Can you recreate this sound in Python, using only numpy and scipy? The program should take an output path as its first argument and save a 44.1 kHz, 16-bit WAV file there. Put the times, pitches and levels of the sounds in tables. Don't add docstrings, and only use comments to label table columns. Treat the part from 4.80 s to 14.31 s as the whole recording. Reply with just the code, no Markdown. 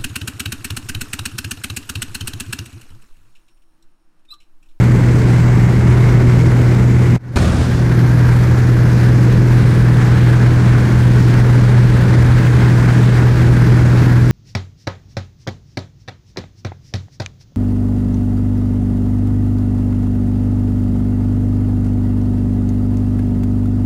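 import sys
import numpy as np
from scipy import signal
from scipy.fft import rfft, irfft, next_fast_len
from scipy.io import wavfile
from scipy.ndimage import uniform_filter1d, minimum_filter1d

SR = 44100
rng = np.random.default_rng(int(sys.argv[2]) if len(sys.argv) > 2 else 0)


def inscribe(sig):
    pcm = np.round(np.clip(np.atleast_2d(sig).T, -1, 1) * 32767)
    wavfile.write(sys.argv[1], SR, pcm.astype(np.int16))


def volts_from_db(level):
    exponent = np.asarray(level, float) / 20
    return 10 ** exponent


N = 419391
TIME = np.arange(N) / SR
CUT_S, INSERT_S, FADE_IN_S, FADE_OUT_S = 2.3635, 2.5585, 0.86, 0.57
SMEAR_S = 0.019

SPEED_LATER = [(3.1, 121.7), (9.5, 121.5)]


def unit(x):
    return x / np.sqrt(np.mean(x ** 2))


def walk(rate_hz):
    hold = max(int(SR / 32 / rate_hz), 1)
    ticks = N // 32 + 2
    held = np.repeat(rng.standard_normal(ticks // hold + 1), hold)
    slewed = uniform_filter1d(uniform_filter1d(held, hold), hold)[:ticks]
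    return np.interp(TIME, np.arange(ticks) * 32 / SR, unit(slewed))


def coloured(points):
    size = next_fast_len(N)
    hz = np.arange(1, size // 2 + 2) * SR / size
    points_hz, points_db = np.transpose(points)
    shape = volts_from_db(np.interp(np.log(hz), np.log(points_hz), points_db, left=-90, right=-90))
    lines = rfft(rng.standard_normal(size)) * shape
    return hz, lines / np.sqrt(np.mean(shape ** 2))


def bands(points, edges_hz):
    hz, lines = coloured(points)
    for row in np.eye(len(edges_hz)):
        weight = np.interp(np.log(hz), np.log(edges_hz), row)
        yield irfft(lines * weight, next_fast_len(N))[:N]


def engine(cycle_rad, orders, lag_rad):
    out = 0
    twist_rad = 0.29 * walk(1.5)
    for k, db in orders:
        loose = {6: 0.08, 16: 0.5}.get(k, 1)
        start_rad = lag_rad + np.pi * (k < 6) + (k - 6) * twist_rad
        level = np.sqrt(2) * volts_from_db(db + 2.16 * loose * walk(4.0))
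        out = out + level * np.sin(k * cycle_rad + start_rad + 0.59 * loose * walk(3.5))
    return out


def slipstream(cycle_rad, colour, facing):
    throb_orders = [(1, .02), (2, .035), (3, .035), (6, .04)]
    # band_hz, gain_db
    canopy = [(1500, 1.14), (3600, 3.5), (5200, 0.7), (6800, 1.1), (8600, 3.5), (10000, 0.5), (13200, -2.5),
              (15200, 3)]
    gust_db = 0.32 * walk(10.0) + 0.46 * walk(60.0) + 0.91 * walk(130.0)
    throb = 1 + sum(depth * np.cos(k * cycle_rad + k) for k, depth in throb_orders)
    edges_hz, tilts_db = np.transpose(canopy)
    air = 0
    for part, tilt_db in zip(bands(colour, edges_hz), tilts_db):
        flicker_db = 0.88 * walk(14.0)
        air = air + part * volts_from_db((facing - 1) * tilt_db + gust_db + flicker_db)
    return throb * air


def airframe():
    # freq_hz, density_db_per_hz
    rumble_colour = [(12, -33.5), (20, -15), (30, -6), (45, -5), (70, -1.5), (110, -2), (170, -1),
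                     (230, -5), (300, -8.5), (400, -11), (520, -17), (700, -25.5)]
    return sum(part * volts_from_db(0.72 * walk(6.0)) for part in bands(rumble_colour, [40, 150, 400]))


def cabin(speed, orders, colour, rumble_db, rush_db, facing=1, lag_rad=0):
    firing_hz = np.interp(TIME, *np.transpose(speed))
    cycle_rad = np.cumsum(firing_hz) * (2 * np.pi / 6 / SR)
    rumble = volts_from_db(rumble_db + (facing - 1) * 0.1) * airframe()
    rush = volts_from_db(rush_db + 1.14) * slipstream(cycle_rad, colour, facing)
    return engine(cycle_rad, orders, lag_rad) + rumble + rush


def first_take():
    # time_s, firing_hz
    speed = [(0.1, 121.5), (2.33, 122)]
    # cycle_multiple, level_db
    orders = [(2, -30), (3, -27), (4, -27), (5, -44), (6, -10.5), (7, -54), (8, -27.5), (9, -29), (10, -33),
              (12, -33), (15, -36), (16, -33.5), (18, -35.5), (21, -41)]
    # freq_hz, density_db_per_hz
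    rush_colour = [(260, -15), (450, -14.5), (750, -8.5), (930, -8), (1270, -11.5), (1480, -9.5),
                   (1850, -11.5), (2130, -9.5), (2450, -17.5), (3300, -24), (7800, -28), (9300, -34.5),
                   (12000, -36.5), (15700, -44)]
    return cabin(speed, orders, rush_colour, rumble_db=-16, rush_db=-29.5)


def insert_take():
    # cycle_multiple, level_db
    orders = [(3, -22), (4, -16), (6, -18.5), (8, -25), (9, -18.5), (12, -26), (16, -29), (18, -37)]
    # freq_hz, density_db_per_hz
    rush_colour = [(260, -45), (450, -19.5), (538, -3), (692, -3), (975, -12.5), (1160, -7.5), (1870, -11),
                   (1990, -15.5), (4250, -19), (9000, -26.5), (15700, -45)]
    rise_db = 6 * np.clip(TIME - INSERT_S, 0, FADE_OUT_S)
    return cabin(SPEED_LATER, orders, rush_colour, rumble_db=-16, rush_db=-27 + rise_db, lag_rad=2.2)


def last_take():
    # cycle_multiple, level_db
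    orders = [(2, -32), (3, -29), (4, -27), (5, -31), (6, -10), (7, -38), (8, -25), (9, -29), (10, -29),
              (12, -48), (15, -38), (16, -31), (18, -39), (21, -41)]
    # freq_hz, density_db_per_hz
    rush_colour = [(260, -32), (500, -8.5), (880, -4.5), (1230, -7), (1480, -4), (1620, -3), (1800, -6.5),
                   (2100, -9), (2970, -17.5), (4370, -19.5), (8500, -28), (13300, -36), (14600, -34.5),
                   (15700, -38)]
    # time_s, facing_0_1
    swing = [
        (3.4, 0.1),
        (4.2, 0.23),
        (5.4, .99),
        (8.2, 1),
        (9.5, 0.2),
    ]
    facing = np.interp(TIME, *np.transpose(swing))
    return cabin(SPEED_LATER, orders, rush_colour, rumble_db=-16.5, rush_db=-28, facing=facing)


def knocks():
    # start_s, length_s, level_db, swell_db, crack_hz
    hits = [
        (2.559, 0.015, -24, 3.5, 2980),
        (2.568, 0.0087, -20.5, -2, 1500),
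        (2.584, .012, -26, -3, 3000),
        (2.61, .025, -34, -1.1, 4500),
        (2.672, 0.0073, -34, -3, 3500),
    ]
    # freq_hz, level_db, t60_s
    case_modes = [(370, 1, 0.05), (1000, -1, .03), (1500, 6, .022), (2350, 1, 0.018), (4260, -6, .015)]
    out = np.zeros(N)
    t = TIME[:4096]
    ring = sum(volts_from_db(db) * np.sin(2 * np.pi * hz * t) * 1000. ** (-t / t60_s) for hz, db, t60_s in case_modes)
    for start_s, length_s, db, swell_db, crack_hz in hits:
        noise = rng.standard_normal(len(t))
        burst = noise * volts_from_db(swell_db * t / length_s) * (t < length_s)
        band_hz = [0.11 * crack_hz, 1.63 * crack_hz]
        crack = signal.lfilter(*signal.butter(2, band_hz, "band", fs=SR), burst)
        ring_gain = volts_from_db(-27 - 5 * np.log2(crack_hz / 2000))
        i = int(start_s * SR)
        out[i:i + len(t)] += volts_from_db(db + 3.5) * (crack + ring_gain * np.convolve(burst, ring)[:len(t)])
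    return out


def treble_gate(x):
    # freq_hz, threshold_db re neighbouring treble
    threshold = [(3500, -18), (5500, -6), (9000, -3.4), (11000, -1.8), (13000, -.6), (16000, -.1)]
    hz, _, cells = signal.stft(x, SR, "hann", 2048)
    power = np.abs(cells) ** 2
    patch = uniform_filter1d(uniform_filter1d(power, size=5, axis=1), size=4, axis=2)
    around = uniform_filter1d(power, size=150, axis=1)
    smooth = uniform_filter1d(around, size=5, axis=2)
    around = np.minimum(smooth, 2 * minimum_filter1d(around, size=3, axis=2))
    floor = volts_from_db(np.interp(hz, *np.transpose(threshold), left=-60))[:, None] ** 2 * around
    kept = cells * (patch > floor) * (hz < 15730)[:, None]
    return signal.istft(kept, SR, "hann", 2048)[1][:, :N]


def scene():
    after_s, since_s = TIME - CUT_S, TIME - INSERT_S
    smear = volts_from_db(-13) * np.clip(1.4 - after_s / SMEAR_S, 0, 1) * (after_s < SMEAR_S)
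    first_gain = uniform_filter1d(np.where(after_s < 0, 1, smear), size=20)
    insert_gain = np.clip(since_s / 0.00095, 0, 1) * np.clip(1 - since_s / FADE_OUT_S, 0, 1)
    last_gain = np.clip((after_s - SMEAR_S / 2) / FADE_IN_S, 0, 1)
    mix = first_gain * first_take()
    mix += insert_gain * insert_take()
    mix += last_gain * last_take()
    return (mix + knocks())[None]


def roll_off(x):
    return signal.sosfilt(signal.butter(12, 16110, fs=SR, output="sos"), x)


def record(dry):
    drive = 0.7
    loud = np.clip(np.tanh(drive * dry) / drive * volts_from_db(0.57), -1, 1)
    return roll_off(treble_gate(loud))


dry = scene()
out = record(dry)
inscribe(out)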